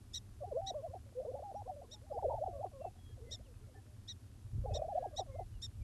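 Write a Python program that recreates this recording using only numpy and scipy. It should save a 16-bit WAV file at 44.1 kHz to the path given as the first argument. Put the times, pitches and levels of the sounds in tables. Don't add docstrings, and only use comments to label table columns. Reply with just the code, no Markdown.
import sys
import numpy as np
from scipy import signal
from scipy.fft import rfft, irfft
from scipy.io import wavfile
from scipy.ndimage import uniform_filter1d

SR = 44100
rng = np.random.default_rng(int(sys.argv[2]) if len(sys.argv) > 2 else 0)


def level_to_linear(level):
    exponent = np.asarray(level, float) / 20
    return 10 ** exponent


def wav_record(signal):
    frames = np.transpose(np.atleast_2d(signal))
    bounded = np.clip(frames, -1, 1)
    quanta = np.round(bounded * 32767).astype(np.int16)
    wavfile.write(sys.argv[1], SR, quanta)


N = 257103


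def level(x, db):
    return x * level_to_linear(db) / np.sqrt(np.mean(x ** 2))


def band(x, lo_hz, hi_hz, order):
    return signal.sosfilt(signal.butter(order, [lo_hz, hi_hz], "band", fs=SR, output="sos"), x)


def walk(rate):
    k = int(SR / rate)
    held = np.repeat(rng.standard_normal(N // k + 1), k)
    return 1.3 * uniform_filter1d(uniform_filter1d(held, k), k)[:N]


def add(out, start_s, sound):
    i = int(start_s * SR)
    out[i:i + len(sound)] += sound[:len(out) - i]


def note(rows, edge_s, glide_s):
    s, hz, db = np.transpose(rows)
    t = np.arange(s[0] - edge_s, s[-1] + edge_s, 1 / SR)
    k = max(int(glide_s * SR), 1)
    pitch, gain = (uniform_filter1d(np.interp(t, s, c), k, mode="nearest") for c in (hz, db))
    fade_in_out = np.clip(np.minimum(t - t[0], t[-1] - t) / (2 * edge_s), 0, 1)
    phase = 2 * np.pi * np.cumsum(pitch) / SR
    return phase, pitch, np.sqrt(2) * level_to_linear(gain) * np.sin(np.pi / 2 * fade_in_out) ** 2


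def slur(start, length, from_hz, to_hz, db):
    return [(start, from_hz, db), (start + length, to_hz, db)]


def wind():
    # t/s, level/dB
    gust = [(0, -58.5), (.35, -57), (.7, -62), (1.05, -65.5), (1.4, -62.5), (2.0, -62.5), (2.2, -52.5),
            (2.38, -54), (2.55, -51), (2.75, -60.5), (3.1, -56.5), (3.5, -60), (4.3, -66), (4.518, -60),
            (4.535, -44), (4.74, -44), (4.88, -58), (5.3, -54), (5.83, -56)]
    # t/s, level/dB
    knocks = [(.64, 7), (.9, 10.5), (4.451, 13), (1.005, 4.5), (4.54, 1), (4.585, 2), (4.63, 2.5),
              (4.725, 4), (4.805, 3), (5.38, 3), (5.55, 7), (5.82, 7)]
    knock_s, steady_db = .018, -58.5
    buffet_over_rumble_db = -0.5

    t = np.arange(N) / SR
    knock_db = sum(db * np.exp(-((t - s) / knock_s) ** 2) for s, db in knocks)
    deep_db = np.interp(t, *np.transpose(gust)) + knock_db
    steady_power = level_to_linear(steady_db + knock_db) ** 2
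    gust_power = level_to_linear(deep_db + buffet_over_rumble_db) ** 2
    buffet_db = 10 * np.log10(steady_power + gust_power)
    eddies = walk(35) * np.interp(buffet_db, [-56, -44], [1, 3])

    deep = level(band(rng.standard_normal(N), 30, 78.2, order=2), 0.078)
    deep = deep * level_to_linear(deep_db + 1.66 * walk(8.9) + eddies)
    buffet = level(band(rng.standard_normal(N), 72.6, 117.7, order=4), 0.15) * level_to_linear(buffet_db + eddies)
    spill = level(band(rng.standard_normal(N), 122, 193, order=2), 23.6)
    spill = spill * level_to_linear(2.11 * buffet_db + 2 * eddies)
    return deep + buffet + spill


def air():
    # f/Hz, density level/dB
    spectrum = [(110, -29.5), (185, 4.5), (394, -8.5), (453, -12.5), (2160, -25.5), (2530, -24),
                (12300, -26), (16000, -57), (22000, -120)]
    f = np.arange(N // 2 + 1) * SR / N + 1e-3
    hz, db = np.transpose(spectrum)
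    colour = level_to_linear(np.interp(np.log(f), np.log(hz), db, left=-60))
    hiss = irfft(rfft(rng.standard_normal(N)) * colour, N)
    return level(band(hiss, 192.6, SR / 2.5, order=4), -66.5)


def ticks():
    period_s, start_s, limp_s = .025, .0155, .001
    k = np.arange(int((N / SR - .1) / period_s))
    times_s = start_s + k * period_s + limp_s * (k % 2)
    clicks = np.zeros(N)
    clicks[(times_s * SR).astype(int)] = level_to_linear(2.5 * rng.standard_normal(len(k)))
    return level(band(clicks, 1000, 1900, order=2), -83.5)


def songbirds():
    # start t/s, length t/s, from f/Hz, to f/Hz, level/dB
    whistles = [ (1.557, 0.033, 5600, 5800, -74.5), (2.127, 0.022, 5080, 4900, -75),
                (2.812, 0.073, 2729, 2635, -75), (2.983, 0.15, 3340, 3250, -77.5),
                (3.253, 0.058, 2060, 2030, -72), (3.364, 0.029, 2120, 2080, -79),
                (3.751, 0.041, 1780, 1747, -68), (4.703, 0.13, 2580, 2450, -78.5),
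                (4.92, 0.21, 1720, 1610, -76), (5.316, 0.12, 2160, 2020, -75.5),
                (5.532, 0.052, 3000, 2740, -76), (5.811, .03, 2390, 2250, -75),
                (3.635, 0.074, 2261, 2180, -87), (3.635, 0.02, 1390, 1360, -79),
                (3.1, .03, 1720, 1700, -81), (3.445, .03, 3300, 2595, -79), (3.542, .014, 2570, 2560, -80),
                (0.092, .035, 2350, 2300, -78), (3.74, .012, 1500, 1760, -80), ]
    out = np.zeros(N)
    for row in whistles:
        phase, _, gain = note(slur(*row), edge_s=.016, glide_s=.004)
        add(out, row[0] - .016, gain * np.sin(phase))
    return out * level_to_linear(3 * walk(45))


def chipper():
    # start t/s, length t/s, top f/Hz, level/dB, brightness per partial level/dB
    chips = [
        (0.134, 0.055, 1943, -46, 2.5),
        (0.662, 0.051, 1954, -42, -0.2),
        (1.909, 0.05, 1888, -53, 1.4),
        (3.3079, 0.055, 1872, -44, 0.76),
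        (4.075, 0.056, 1913, -39.5, -2.5),
        (4.736, 0.048, 1890, -45, 0.83),
        (5.161, 0.055, 1918, -44.5, 0.85),
        (5.617, 0.052, 1883, -48, 2.5),
    ]
    # f/Hz, level/dB
    throat = [(1650, -43), (1900, -30.5), (3200, -20), (3850, -5), (4800, -18), (5700, -11), (6900, -19.5),
              (7800, -26), (8500, -31.5), (9700, -41.5), (10500, -43), (11300, -35.5)]

    out, drift, grip, rasp = np.zeros(N), walk(150), walk(200), walk(1500)
    catch = level(uniform_filter1d(rasp, size=80), 0)
    for start, length, top_hz, db, bright_db in chips:
        u = np.arange(0, 1, 1 / (length * SR))
        i = int(start * SR) + np.arange(len(u))
        coupling = np.exp(-((u - .44) / .28) ** 4) + .6 * u ** 8
        coupling = coupling * level_to_linear(5 * np.tanh(grip[i]))

        climb = .17 * np.clip(1 - u / .42, 0, 1) ** 2.6
        fall = .17 * np.clip((u - .45) / .55, 0, 1) ** 3.8
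        arch = 1 - climb - fall
        phase = 2 * np.pi * np.cumsum(top_hz * arch * (1 + .011 * coupling * drift[i])) / SR
        beat = 2 * np.pi * np.cumsum(365 * (1 + .14 * drift[i])) / SR
        sidebands = 1 + coupling * (level_to_linear(-11.5) * np.exp(1j * beat) + level_to_linear(-35.0) * np.exp(2j * beat))

        envelope = (0.3 + np.clip(u / 0.22, 0, 1) ** 1.26) * np.clip(u * 160, 0, 1)
        envelope = envelope * (1.25 - 0.38 * u) * np.clip((1 - u) / 0.15, 0, 1)
        envelope = envelope * (1 - np.clip(.4 * coupling * (catch[i] - .4), 0, .9))
        dull_db = -7 * u

        tone = 0
        for k in range(1, 7):
            partial_db = np.interp(k * top_hz * arch, *np.transpose(throat)) + k * bright_db + dull_db * (k > 4)
            rough_phase = k * (phase + .045 * k * coupling * rasp[i])
            tone = tone + level_to_linear(partial_db) * np.exp(1j * rough_phase)
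        add(out, start, np.sqrt(2) * level_to_linear(db) * envelope * (sidebands * tone).imag)
    return out


def swell(start, length, from_hz, to_hz, db, shape=(18, 0.664, 8)):
    rise_db, share, sink_db = shape
    u = np.array([0, share, 1])
    return np.c_[start + u * length, from_hz + u * (to_hz - from_hz), db - np.array([rise_db, 0, sink_db])]


def sung(start, t, hz, db):
    # pitch f/Hz, level/dB
    sac = [(330, -16), (450, -10), (600, -1.5), (710, -3), (790, -8.5), (860, -10.5), (990, -16.5)]
    return np.c_[start + t, hz, db + np.interp(hz, *np.transpose(sac))]


def bubble(start, length, crown_hz, end_hz, db, share=0.39):
    foot_hz, roundness = 520, 2.17
    u = np.linspace(0, 1, num=40)
    up = np.clip(1 - u / share, 0, 1) ** roundness
    down = np.clip((u - share) / (1 - share), 0, 1) ** roundness
    hz = crown_hz - up * (crown_hz - foot_hz) - down * (crown_hz - end_hz)
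    return sung(start, u * length, hz, db)


def leap(*row):
    return bubble(*row, share=.2)


def fade(*row):
    return swell(*row, shape=(6, 0.12, 11.5))


def drop(at, from_hz, db):
    # t/s from the knee, pitch ratio, level/dB
    plunge = [
        (-.008, 1.11, -6),
        (0, 1.017, 1),
        (.005, .78, -10),
        (.013, 0.41, -21.5),
    ]
    return np.array(plunge) * [1, from_hz, 1] + [at, 0, db]


def hold(start, length, crown_hz, knee_hz, db):
    effort = [-9, 2.5, -2.5]
    t = np.linspace(0, length, num=40)
    corners_s = [0, .022, length]
    hz = np.interp(t, corners_s, [400, crown_hz, knee_hz])
    return sung(start, t, hz, db + np.interp(t, corners_s, effort))


def cluck(at, lead_hz, db, fork_db):
    # t/s from the pop, f/Hz, level/dB
    tail = [
        (0, 735, 0.5),
        (.005, 556, -7.5),
        (0.01, 419, -15.5),
        (0.019, 370, -20),
        (.036, 323, -27.5),
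    ]
    # t/s from the pop, f/Hz, level/dB
    fork = [
        (.009, 830, -4),
        (0.024, 730, 1),
        (.037, 720, -12),
    ]
    lead_in = (-0.013, lead_hz, -13.5)
    return [np.array([lead_in] + tail) + [at, 0, db], np.array(fork) + [at, 0, db + fork_db]]


def lift(at, db):
    # t/s from the peak, f/Hz, level/dB
    upstroke = [
        (-.013, 410, -23.5),
        (0, 623, 0),
        (.006, 720, -8.5),
    ]
    return np.array(upstroke) + [at, 0, db]


def scoop(start, length, trough_hz, db):
    # share of length, pitch ratio, level/dB
    contour = [
        (0, 1.08, -13),
        (.33, 1.06, -6.5),
        (.6, 1, -14),
        (.8, 1.022, 0),
        (.92, 1.3, -1),
        (1, 1.45, -19),
    ]
    return np.array(contour) * [length, trough_hz, 1] + [start, 0, db]


def gobbles():
    # start t/s, length t/s, from f/Hz, to f/Hz, peak level/dB
    swells = [(.405, 0.0319, 637, 529, -39), (.508, 0.0253, 734, 465, -36.5), (.533, 0.05, 396.6, 594, -35),
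              (0.821, 0.0436, 596, 712, -40.5), (1.151, 0.061, 480, 534, -36),
              (1.256, .052, 400, 560, -37.5), (1.33, 0.0224, 495, 565, -42.5),
              (1.652, 0.025, 450, 558, -48), (1.672, 0.01, 548, 755, -41.5), (1.678, 0.0315, 745, 743, -36),
              (2.099, 0.0284, 685, 521, -38.5), (2.15, 0.0307, 430, 520, -38.5),
              (2.138, .012, 480, 420, -51), (4.752, 0.019, 400, 560, -44), (2.586, 0.021, 570, 520, -39.5),
              (5.018, .017, 570, 742, -36.5), (2.232, .022, 400, 438, -39), (2.229, 0.043, 879, 448, -29.5),
              (2.27, 0.0255, 452.5, 601, -32.5), (2.404, 0.031, 495, 685, -32),
              (2.429, .016, 670, 777, -34), (2.456, 0.013, 680, 820, -38), (2.624, 0.0102, 752, 830, -41.5),
              (4.638, 0.024, 556, 503, -39), (4.94, 0.0268, 495, 689, -33), (4.964, 0.027, 759, 690, -30),
              (4.996, 0.028, 550, 510, -41), (5.179, .015, 670, 780, -33), (5.034, 0.014, 690, 875, -41.5),
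              (.884, .042, 478, 570, -51)]
    # start t/s, length t/s, crown f/Hz, end f/Hz, level/dB
    leaps = [
        (0.433, 0.022, 727, 710, -40),
        (2.121, 0.053, 841, 703, -39),
        (2.296, 0.0323, 974, 744, -29.5),
        (4.657, 0.046, 845, 650, -40.5),
    ]
    # start t/s, length t/s, from f/Hz, to f/Hz, level/dB
    slurs = [ (.474, 0.019, 420, 394, -56.5), (.46, 0.052, 821, 760, -58), (1.06, 0.045, 579, 515, -67),
             (0.57, 0.038, 635, 685, -37.5), (0.616, 0.084, 780, 769.5, -47.5),
             (1.762, 0.044, 610, 540, -53), (1.882, 0.062, 440, 656, -66), (2.017, 0.038, 487, 650, -64.5),
             (2.065, 0.026, 796, 790, -66), (2.955, 0.011, 750, 726, -65), (3.093, 0.017, 410, 480, -66),
             (3.177, 0.043, 548, 428, -64), (3.204, 0.054, 417, 494, -58.5),
             (3.267, 0.031, 400, 610, -60.5), (3.314, 0.037, 410, 684, -64), (3.338, 0.039, 764, 700, -70),
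             (3.395, 0.02, 470, 740, -62.5), (3.463, 0.066, 570, 440, -67), (3.67, 0.06, 580, 468, -70.5),
             (3.756, 0.034, 420, 407, -67), (3.771, 0.032, 800, 764, -69), (3.855, 0.11, 607, 600, -78.5),
             (4.675, 0.031, 440, 420, -56), (2.5, 0.088, 740, 630, -53.5), (2.716, 0.016, 740, 510, -62),
             (5.26, .014, 720, 560, -60), (5.108, .014, 760, 560, -61), (2.655, 0.018, 1220, 980, -66.5),
             (2.84, 0.016, 1210, 1000, -68), (5.205, .025, 1230, 950, -68), (1.84, .022, 1160, 930, -72),
             (1.123, 0.0063, 480, 730, -60.5), (2.985, 0.011, 740, 740, -69), (3.17, 0.011, 740, 630, -69),
             (3.31, 0.011, 620, 560, -64), (3.61, .035, 403, 450, -69.5), (3.688, 0.011, 650, 570, -69),
             (3.745, 0.017, 810, 710, -65.5), (2.9, 0.011, 760, 800, -69), (4.728, 0.012, 450, 400, -51), ]
    # start t/s, length t/s, from f/Hz, to f/Hz, peak level/dB
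    fades = [(0.712, 0.018, 700, 740, -46.5), (0.858, 0.0294, 690, 475, -44),
             (1.213, 0.029, 524, 740, -45.5), (1.249, 0.019, 540, 714, -39), (1.314, 0.019, 620, 780, -49),
             (1.352, 0.035, 530, 580, -44.5), (1.398, 0.015, 620, 760, -50), (1.709, 0.049, 620, 540, -48),
             (1.522, .01, 700, 860, -52), (1.824, .034, 660, 340, -53), (1.94, .055, 850, 830, -64),
             (2.176, 0.019, 554, 980, -34), (2.193, 0.031, 810, 660, -47), (2.306, 0.018, 680, 540, -36.5),
             (2.324, .012, 757, 510, -41), (4.791, 0.021, 560, 670, -39.5), (2.384, .018, 700, 590, -40),
             (4.75, 0.0117, 645, 540, -37.5), (1.7, .022, 900, 640, -51), (.733, .014, 720, 1100, -53.5),
             (1.2, 0.011, 640, 720, -49), (1.4, 0.0085, 602, 570, -40), (.585, 0.029, 590, 600, -48.5),
             (4.845, 0.024, 620, 710, -37.5), (2.483, 0.036, 710, 670, -45), (5.066, 0.017, 770, 770, -47),
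             (2.225, 0.014, 600, 500, -41), (2.224, .012, 700, 870, -40), (2.333, 0.022, 900, 880, -42),
             (4.707, 0.012, 570, 590, -39), (4.987, 0.016, 590, 527, -41.5),
             (2.289, 0.011, 563, 550, -34.5)]
    # t/s, from f/Hz, level/dB
    drops = [
        (.709, 690, -35.5),
        (.816, 495, -57),
        (1.394, 700, -47),
        (1.517, 699, -45),
        (1.62, 758, -46),
        (1.312, 490, -45),
    ]
    # start t/s, length t/s, crown f/Hz, knee f/Hz, level/dB
    holds = [
        (0.732, 0.076, 629, 520, -40),
        (1.335, 0.05, 860, 835, -44.5),
        (1.416, .098, 846, 758, -40),
        (1.538, 0.081, 807.4, 837, -38.5),
    ]
    # t/s, lead-in f/Hz, level/dB, fork level/dB
    clucks = [
        (0.942, 594, -42.5, -7),
        (1.822, 577, -50, -18),
        (2.475, 774, -35, -21),
        (2.646, 835, -35, -13.5),
        (2.853, 603, -37, -9),
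        (5.058, 850, -35, -21),
        (5.196, 721, -33.5, -7.5),
        (5.397, 613, -39, -9),
    ]
    # t/s, level/dB
    lifts = [
        (1.35, -40),
        (2.177, -43),
        (2.343, -33.5),
        (4.772, -36.5),
        (4.822, -34.5),
        (4.885, -39),
    ]
    # start t/s, length t/s, crown f/Hz, end f/Hz, level/dB
    bubbles = [
        (2.348, 0.036, 901, 740, -35),
        (4.717, 0.034, 809, 660, -44.5),
        (4.771, 0.029, 761, 600, -44),
        (4.818, 0.032, 777, 640, -40.5),
        (4.88, 0.056, 830, 596, -36.5),
        (5.128, 0.034, 610, 490, -52),
    ]
    # start t/s, length t/s, trough f/Hz, level/dB
    scoops = [
        (2.528, 0.096, 533, -40.5),
        (2.732, 0.097, 516, -44.5),
        (5.273, 0.098, 511, -47),
    ]

    kinds = [(lift, lifts), (hold, holds), (drop, drops), (bubble, bubbles), (leap, leaps),
             (swell, swells), (fade, fades), (scoop, scoops), (slur, slurs)]
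    notes = [shape(*row) for shape, table in kinds for row in table]
    return notes + [part for row in clucks for part in cluck(*row)]


def grouse():
    # from t/s, to t/s
    beak_open = [(.41, .44), (.52, .58), (.73, .83), (.875, .91), (1.25, 1.3), (1.41, 1.43), (1.53, 1.56),
                 (1.65, 1.69), (2.1, 2.13), (2.535, 2.575), (2.59, 2.61), (2.725, 2.785), (2.8, 2.82),
                 (4.64, 4.67), (4.75, 4.83), (5.13, 5.16), (5.28, 5.33), (5.345, 5.36)]
    # pitch f/Hz, level/dB
    overtone = [
        (400, -12),
        (590, -17),
        (660, -38),
    ]
    pure, upper, beak = np.zeros(N), np.zeros(N), np.full(N, level_to_linear(-16))
    for start, end in beak_open:
        beak[int(start * SR):int(end * SR)] = 1
    for rows in gobbles():
        phase, pitch, gain = note(rows, edge_s=0.0034, glide_s=0.0011)
        start = rows[0][0] - .003
        add(pure, start, gain * np.sin(phase))
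        upper_gain = np.minimum(gain, level_to_linear(-51.0)) * level_to_linear(np.interp(pitch, *np.transpose(overtone)))
        add(upper, start, upper_gain * np.sin(2 * phase))
    voices = pure + upper * uniform_filter1d(beak, size=300)
    return voices * level_to_linear(2 * np.tanh(walk(140)))


def rustle():
    puff = np.exp(-((np.arange(N) / SR - 4.98) / 0.066) ** 2)
    return level(band(rng.standard_normal(N), 1200, 4200, order=2), -74.5) * puff


def field(x, t60_s, db):
    t = np.arange(int(.25 * SR)) / SR
    tail = rng.standard_normal(len(t)) * 10 ** (-3 * t / t60_s) * (t > .004)
    return x + level_to_linear(db) * signal.fftconvolve(x, tail / np.sqrt(np.sum(tail ** 2)))[:N]


def mismatch(x, lo_hz, hi_hz, db):
    loud = np.sqrt(uniform_filter1d(x ** 2, size=1500) + 1e-14)
    return level(band(rng.standard_normal(N), lo_hz, hi_hz, order=3), db) * loud ** 0.69


def scene():
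    calls = field(grouse(), t60_s=.1, db=-24)
    chips = field(chipper(), t60_s=.06, db=-28)
    hiss = air()
    whine = level_to_linear(-88.4) * np.sin(np.pi / 2 * np.arange(N))
    mid = calls + chips + songbirds() + wind() + hiss + whine + rustle() + ticks()
    side = mismatch(calls, 450, 1270, -56.5) + mismatch(chips, 3660, 6700, -43.5)
    side = side + mismatch(hiss, 2600, 12000, -48.0) + mismatch(hiss, 10600, 12400, -48)
    side = side + mismatch(mid, 45, 160, -65) + mismatch(hiss, 900, 1900, -53)
    return np.array([mid + side, mid - side])


def low_pass(x):
    return signal.sosfilt(signal.butter(12, 12440, fs=SR, output="sos"), x)


def record(dry):
    top = signal.ellip(10, .2, 60, 12450, fs=SR, output="sos")
    return low_pass(signal.sosfilt(top, dry))


dry = scene()
out = record(dry)
wav_record(out)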